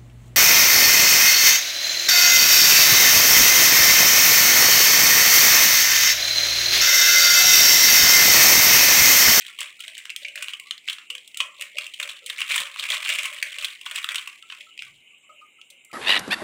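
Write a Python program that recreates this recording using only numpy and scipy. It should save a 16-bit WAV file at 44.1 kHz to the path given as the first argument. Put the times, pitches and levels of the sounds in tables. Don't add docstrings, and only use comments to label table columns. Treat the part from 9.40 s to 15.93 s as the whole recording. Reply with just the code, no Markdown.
import sys
import numpy as np
from scipy import signal
from scipy.fft import rfft, irfft, next_fast_len
from scipy.io import wavfile
from scipy.ndimage import uniform_filter1d

SR = 44100
rng = np.random.default_rng(int(sys.argv[2]) if len(sys.argv) > 2 else 0)


def to_wav(sig):
    pcm = np.clip(np.atleast_2d(sig), -1, 1) * 32767
    pcm = np.round(pcm).astype(np.int16)
    wavfile.write(sys.argv[1], SR, pcm.T)


N = 287973
GRAIN = 512


def amp(db):
    return 10 ** (np.asarray(db) / 20)


def colour(table, size):
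    hz, db = np.transpose(table)
    return amp(np.interp(np.log(np.fft.rfftfreq(size, 1 / SR) + 1), np.log(hz), db))


def band(lo_hz, hi_hz):
    f = np.fft.rfftfreq(GRAIN, 1 / SR) + 1
    return 1 / np.sqrt((1 + (lo_hz / f) ** 8) * (1 + (f / hi_hz) ** 8))


def filtered(x, order, hz, kind):
    return signal.sosfilt(signal.butter(order, hz, kind, fs=SR, output="sos"), x)


def place(times, grains):
    at = (np.asarray(times) * SR).astype(int)[:, None] + np.arange(grains.shape[1])
    return np.bincount(at.ravel(), grains.ravel(), N + 2 * SR)[:N]


# frequency in Hz, relative density in dB.
NOISE_SPECTRUM = [(25, -42), (60, -15), (230, -4), (350, -3), (500, -6), (1000, -10), (2000, -12.5),
                  (2600, -63)]


def self_noise(rms_db=-73):
    size = next_fast_len(N)
    noise = irfft(rfft(rng.standard_normal(size)) * colour(NOISE_SPECTRUM, size), size)[:N]
    return noise * amp(rms_db) / noise.std()


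# frequency in Hz, relative density in dB.
SIMMER_SPECTRUM = [(800, -73), (1700, -11), (2150, 7.5), (2400, 8.5), (3000, 10), (3300, -10), (3900, -7.5),
                   (4300, -49), (6000, -30), (7200, -3.5), (8500, -11.5), (11500, -27), (15000, -24),
                   (15700, -39)]


def simmer(rms_db=-54.5, flicker_db=3.6):
    _, _, spectra = signal.stft(rng.standard_normal(N), SR, nperseg=GRAIN)
    sway = uniform_filter1d(rng.standard_normal(spectra.shape), size=8, axis=0)
    sway = uniform_filter1d(sway, size=8, axis=1)
    spectra = spectra * colour(SIMMER_SPECTRUM, GRAIN)[:, None] * amp(flicker_db * sway / sway.std())
    hiss = signal.istft(spectra, SR, nperseg=GRAIN)[1][:N]
    return hiss * amp(rms_db) / hiss.std()


def spits(per_s=20):
    when, strength = rng.random((int(per_s * N / SR), 2)).T
    hz = np.full(len(when), 2500)
    return clicks(when * N / SR, -78 + 8 * strength, hz, treble_db=12, low_db=-30, length_s=0.01)


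def rings(table, t60_s, width_hz, rough, rise_s=0.0014):
    start, db, hz = np.transpose(table)[:, :, None]
    t = np.arange(40 * GRAIN) / SR
    waver = uniform_filter1d(rng.standard_normal((len(start), 2, len(t))), int(SR / width_hz / 2), axis=2)
    waver = rough * waver / waver.std()
    fade = (1 - np.exp(-t / rise_s)) * amp(db - 60 * t / t60_s)
    phase = 2 * np.pi * hz * t
    return place(start[:, 0], fade * ((1 + waver[:, 0]) * np.sin(phase) + waver[:, 1] * np.cos(phase)))


# start in seconds, level before filtering in dB, pitch in Hz.
BUBBLE_BURSTS = [(0.0833, -50.5, 1380), (0.391, -51, 1344), (0.7455, -50, 1303), (1.1368, -50, 1170),
                 (1.1967, -46.5, 1074), (1.2556, -49, 1147), (1.95, -46.5, 1360), (2.809, -50, 1343),
                 (5.025, -48.5, 1340), (5.2689, -50, 1325), (5.457, -51, 1160), (5.705, -49.5, 1156),
                 (5.8242, -50, 1134), (5.8912, -43, 1255), (6.009, -41, 1226), (6.1814, -54, 1310),
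                 (6.4914, -50.5, 1280)]


def bubbles():
    return filtered(rings(BUBBLE_BURSTS, t60_s=0.16, width_hz=70, rough=0.66), 2, 600, "high")


# start in seconds, level before filtering in dB,
# pitch in Hz.
POT_PUFFS = [(0.198, -60.5, 592), (0.46, -60, 641), (0.819, -57, 580), (0.879, -65, 575), (0.955, -56, 599),
             (1.708, -62, 503), (2.001, -53.5, 600), (2.186, -59.5, 580), (2.343, -50.5, 597),
             (2.589, -54, 578), (2.646, -55, 582), (2.819, -56, 492), (2.877, -63.5, 562),
             (3.097, -53.5, 586), (3.199, -52.5, 560), (3.395, -57.5, 583), (3.503, -48, 618),
             (3.691, -47.5, 622), (3.792, -56, 590), (3.911, -57, 600), (4.024, -58.5, 598),
             (4.172, -56.5, 593), (4.509, -60.5, 622), (4.688, -60.5, 597), (5.178, -64, 592),
             (5.888, -59, 610), (6.309, -66.5, 554)]


def pot_air():
    return filtered(rings(POT_PUFFS, t60_s=0.45, width_hz=70.6, rough=1.0), 4, [420, 760], "band")


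# start in seconds, peak level in dB, pitch in Hz, length in seconds.
HAND_THUMPS = [(3.0, -65, 240, 0.068), (3.192, -55, 174, 0.034), (3.681, -56.5, 370, 0.026),
               (5.386, -65, 132.7, 0.26)]


def hand_thumps():
    start, db, hz, length = np.transpose(HAND_THUMPS)[:, :, None]
    t = np.arange(32 * GRAIN) / SR
    drift = np.cumsum(rng.standard_normal((len(start), len(t))), axis=1) * 0.067
    swell = amp(db) * np.sin(np.pi * np.minimum(t / length, 1))
    return place(start[:, 0], swell * np.sin(2 * np.pi * hz * t + drift))


# frequency in Hz, reverberation time in seconds, relative level in dB.
ROOM_DECAY = [(610, 0.69, -15), (1460, 0.49, 0.5), (2600, 0.24, 1), (3920, 0.14, -2.5), (7400, 0.23, 0.5),
              (14700, 0.27, -5)]


def kitchen(x, gain_db=-8.5, delay_s=0.0026, positions=3, stay_s=0.028):
    size = SR // 2
    t, f = np.arange(size) / SR, np.fft.rfftfreq(size, 1 / SR) + 1
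    log_hz = np.log(np.array(ROOM_DECAY)[:, 0])
    bands = [np.interp(np.log(f), log_hz, row) for row in np.eye(len(log_hz))]
    where = np.arange(N) // int(stay_s * SR) % positions
    echoes = 0
    for position in range(positions):
        noise = rfft(rng.standard_normal(size))
        tail = sum(irfft(noise * gain, size) * amp(db - 60 * t / t60)
                   for gain, (_, t60, db) in zip(bands, ROOM_DECAY))
        tail *= np.clip(t / delay_s - 1, 0, 1)
        tail *= amp(gain_db) / np.sqrt(np.sum(tail ** 2))
        share = uniform_filter1d(1. * (where == position), size=GRAIN // 8)
        echoes = echoes + signal.oaconvolve(x * share, tail)[:N]
    return echoes


# frequency in Hz, relative density in dB.
FILM_SPECTRUM = [(240, -64), (400, -46), (610, -23), (929, -18), (1120, -8.5), (1350, -18), (1870, -10.5),
                 (2160, -4.5), (2810, -5), (5170, -7), (8000, -6), (12400, -31), (14900, -25.5),
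                 (15700, -27.5), (16700, -80)]


def clicks(times, body_db, hz, treble_db, low_db, rise_s=0.00036, length_s=0.015):
    t, f = np.arange(GRAIN) / SR, np.fft.rfftfreq(GRAIN, 1 / SR) + 1
    stretch, detune, noise = np.split(rng.standard_normal((len(times), GRAIN + 2)), [1, 2], axis=1)
    flutter = rfft(noise) * colour(FILM_SPECTRUM, GRAIN)
    facet = .15 + np.exp(-.5 * (np.log2(f / hz[:, None]) / .17) ** 2)
    panel = .15 + np.exp(-.5 * ((np.log2(f / 1400) - .2 * detune) / .25) ** 2)
    lengths = length_s * np.exp(0.45 * stretch)
    fade = (1 - np.exp(-t / rise_s)) * amp(-60 * (t / lengths) ** 1.485)
    body, treble, low = band(1804, 4710) * facet, band(10570, 22000), band(590, 2660) * panel
    grains = 0
    for gain, db in ((body, 0), (treble, treble_db), (low, low_db)):
        part = irfft(flutter * gain) * fade
        grains = grains + part * amp(body_db + db)[:, None] / np.abs(part).max(axis=1, keepdims=True)
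    return place(times, grains)


# arrival at full strength in seconds, level in dB, hold in seconds.
PACKET_SHAKES = [(0.0, -31, 0.0039), (0.088, -36, 0.008), (0.199, -36.5, 0.1), (0.409, -36.5, 0.061),
                 (0.576, -33, 0.009), (0.83, -37.5, 0.017), (0.973, -36.5, 0.15), (1.256, -41, 0.01),
                 (1.497, -30.5, 0.0071), (1.732, -50, 0.19), (2.004, -33.5, 0.01), (2.207, -32, 0.018),
                 (2.385, -30, 0.028), (2.611, -30, 0.089), (2.887, -29.5, 0.0064), (2.978, -27, 0.028),
                 (3.097, -22, 0.12), (3.401, -24, 0.048), (3.514, -17, 0.026), (3.62, -25, 0.23),
                 (3.8, -36.5, 0.29), (4.094, -33, 0.15), (4.22, -26, 0.041), (4.464, -37, 0.058),
                 (4.56, -25.5, 0.033), (4.704, -32, 0.11), (4.886, -45.5, 0.089), (5.097, -43.5, 0.14),
                 (5.423, -38.5, 0.01)]


def shake_db(t, rise_db_per_s=387, fall_db_per_s=108.5, drop_db=6, drop_s=0.018):
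    arrival, db, hold = np.transpose(PACKET_SHAKES)[:, :, None]
    before, after = np.maximum(arrival - t, 0), np.maximum(t - arrival - hold, 0)
    stop_db = drop_db * (1 - np.exp(-after / drop_s))
    shape_db = -rise_db_per_s * before - fall_db_per_s * after - stop_db
    return 10 * np.log10(np.sum(amp(db + shape_db) ** 2, axis=0) + 1e-18)


def crackle(per_s=240, spread_db=2.5, offset_db=-2):
    when, strength, pitch, brightness = rng.random((int(per_s * N / SR), 4)).T
    times = when * N / SR
    body_db = shake_db(times) - spread_db * np.log(1 - .98 * strength) + offset_db
    return clicks(times, body_db, hz=2000 * 1.916 ** pitch, treble_db=-13 + 6 * brightness,
                  low_db=-14, rise_s=0.00011, length_s=0.014)


# start in seconds, peak of the body band in dB, pitch in Hz,
# then treble and low band levels in dB relative to the body.
CREASE_SNAPS = [(0.0494, -31.5, 3400, -9.5, -6), (0.064, -25, 3460, -12, -22),
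                (0.1877, -22, 3060, -10, -12.5), (0.205, -22, 2900, 1.5, -21), (0.214, -19, 3120, -15, -11),
                (0.2295, -24.5, 3360, -3, -9), (0.404, -25.5, 2980.0, -6, -19), (0.48, -22, 3370, -7, -18),
                (0.551, -28, 3300, -11.1, -18.5), (0.579, -25.5, 3020, -3.4, -27),
                (0.654, -26.5, 3150, -5, -3.5), (0.6952, -21, 2660, -31, -40),
                (0.7012, -19.5, 2600, -10.5, -44), (0.7622, -17, 3060, -7.5, -22),
                (0.848, -18.5, 2450, -40, -30), (0.8827, -24, 2880, -15, -28),
                (0.956, -23, 2140, -8.5, -11), (0.9755, -23.5, 2600.0, -28, -7),
                (1.0236, -21.5, 2760, -2.5, -10), (1.043, -24, 2720, -13, -34),
                (1.0831, -17.5, 3060, -14, -17.5), (1.1346, -21, 2960, -15, -29.5),
                (1.198, -24, 2480, -6.5, -48), (1.309, -12.5, 3240, -14, -17),
                (1.3787, -27.8, 3620, -12.5, -22), (1.478, -20, 2140, -16, -20),
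                (1.485, -15, 3150, -22, -17), (1.4974, -13, 3260, -15.5, -52),
                (1.5285, -24.5, 3600, -7, -21), (1.584, -28.5, 2970, -25, -4.5),
                (1.7012, -18, 2900, -12, -20.5), (1.751, -22.5, 2900, -8.5, -16),
                (1.7805, -28, 3440, -12, -19), (1.876, -34, 3300, -1, -41.7), (1.9448, -26, 2820, -10, -29),
                (1.9718, -23.5, 3380, 2.5, -26), (2.0029, -8, 2860, -17, -14.5),
                (2.2106, -21.5, 2610, -4, -15.5), (2.221, -24, 2630, -3.5, -22),
                (2.37, -22, 2730, -34, -19), (2.3842, -13.5, 2670, -13, -19),
                (2.466, -23.5, 2720, -4.5, -34), (2.5372, -27, 3120, -7, -36),
                (2.5995, -16.5, 2920, -9, -7), (2.628, -20.5, 3620, -3.5, -6.5),
                (2.8615, -24.5, 3300, -2, -24), (2.8988, -17.5, 3500, -10, -8.5),
                (2.9875, -23.5, 2630, -26, -29), (3.016, -10.5, 2830, -17, -15.5),
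                (3.107, -16, 2110, -19, -11), (3.1587, -14.5, 2620, -2, -9.5),
                (3.1786, -12.5, 3270, -8, -10), (3.2014, -19.5, 3600, -3, -9),
                (3.3599, -28, 2670, -10, 0.5), (3.3947, -16.5, 3580, -10.5, -33),
                (3.5016, -13, 3160, -7.5, -13), (3.5316, -27, 2700, -8, 2.5), (3.66, -19, 2820, -24, -6),
                (3.682, -15, 2380.0, -13, -28), (3.6904, -14.5, 2470, -4.5, -8.5),
                (3.6988, -14, 3040, -10, -17), (3.725, -16, 2480, -13, -39), (3.7373, -18.5, 2810, -3, -33),
                (3.786, -13.5, 2440, -9, -14.5), (3.8322, -26.5, 3650, 3, -18),
                (3.8551, -16.5, 2610, -5, -11.5), (3.9458, -29, 3086, -2, -17),
                (3.98, -30, 2650, -9.9, -18), (4.0263, -9, 2150, -11.5, -16.5),
                (4.1849, -18.5, 3000, -9, -22), (4.245, -13.5, 3530, -9, -46),
                (4.412, -29.5, 2960, -10, -8.5), (4.461, -22, 3200, -11.5, -5),
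                (4.511, -22.5, 3080, -5.5, -6), (4.558, -18, 2710, -3.5, -23),
                (4.5804, -20.5, 2870, -21, -11), (4.643, -15, 3300, -11, -4.5),
                (4.689, -15.5, 3350, -9.5, -3), (4.7457, -16.5, 2980, -5, -11),
                (4.7564, -16, 3140, -4.5, -17), (4.782, -19, 3080, -24, -33),
                (4.874, -23.5, 2800, -9.5, -8), (5.0248, -31, 3100, -13.5, -13.5),
                (5.1, -27.5, 2950, -29, -8.5), (5.1222, -26, 2830, -16, -7.5),
                (5.2069, -28, 2850, -32, -18), (5.3768, -26.5, 2900, -15, -41),
                (5.391, -21.5, 2860, -37, -55), (5.4218, -20.5, 2700, -16.5, -12.5),
                (6.2135, -33.5, 2980, -17, -45), (6.3017, -40, 3580, 1, -28),
                (6.4478, -65.5, 2870, 26.5, -44), (6.514, -36.5, 2420, -9, -22)]


def crease_snaps():
    return clicks(*np.transpose(CREASE_SNAPS))


def scene():
    film = filtered(crease_snaps() + crackle(), 6, 750, "high")
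    stew = pot_air() + bubbles() + spits() + simmer()
    return (film + kitchen(film) + stew + hand_thumps())[None, :]


# frequency in Hz, level in dB below which a band closes.
GATE_KNEE = [(430, -82), (700, -72), (1200, -65.5), (2000, -70)]


def record(dry, top_hz=16800):
    f, _, spectra = signal.stft(dry[0], SR, nperseg=GRAIN)
    power = uniform_filter1d(np.abs(spectra) ** 2, size=11, axis=1, origin=5)
    knee_power = colour(GATE_KNEE, GRAIN)[:, None] ** 2
    gate = 1 / (1 + (knee_power / (power + 1e-18)) ** 3)
    in_range = (f > GATE_KNEE[0][0]) & (f < GATE_KNEE[-1][0])
    gated = signal.istft(spectra * np.where(in_range[:, None], gate, 1), SR, nperseg=GRAIN)[1][:N]
    low_pass = signal.ellip(10, .2, 70, top_hz, fs=SR, output="sos")
    return signal.sosfilt(low_pass, (gated + self_noise())[None, :])


dry = scene()
out = record(dry)
to_wav(out)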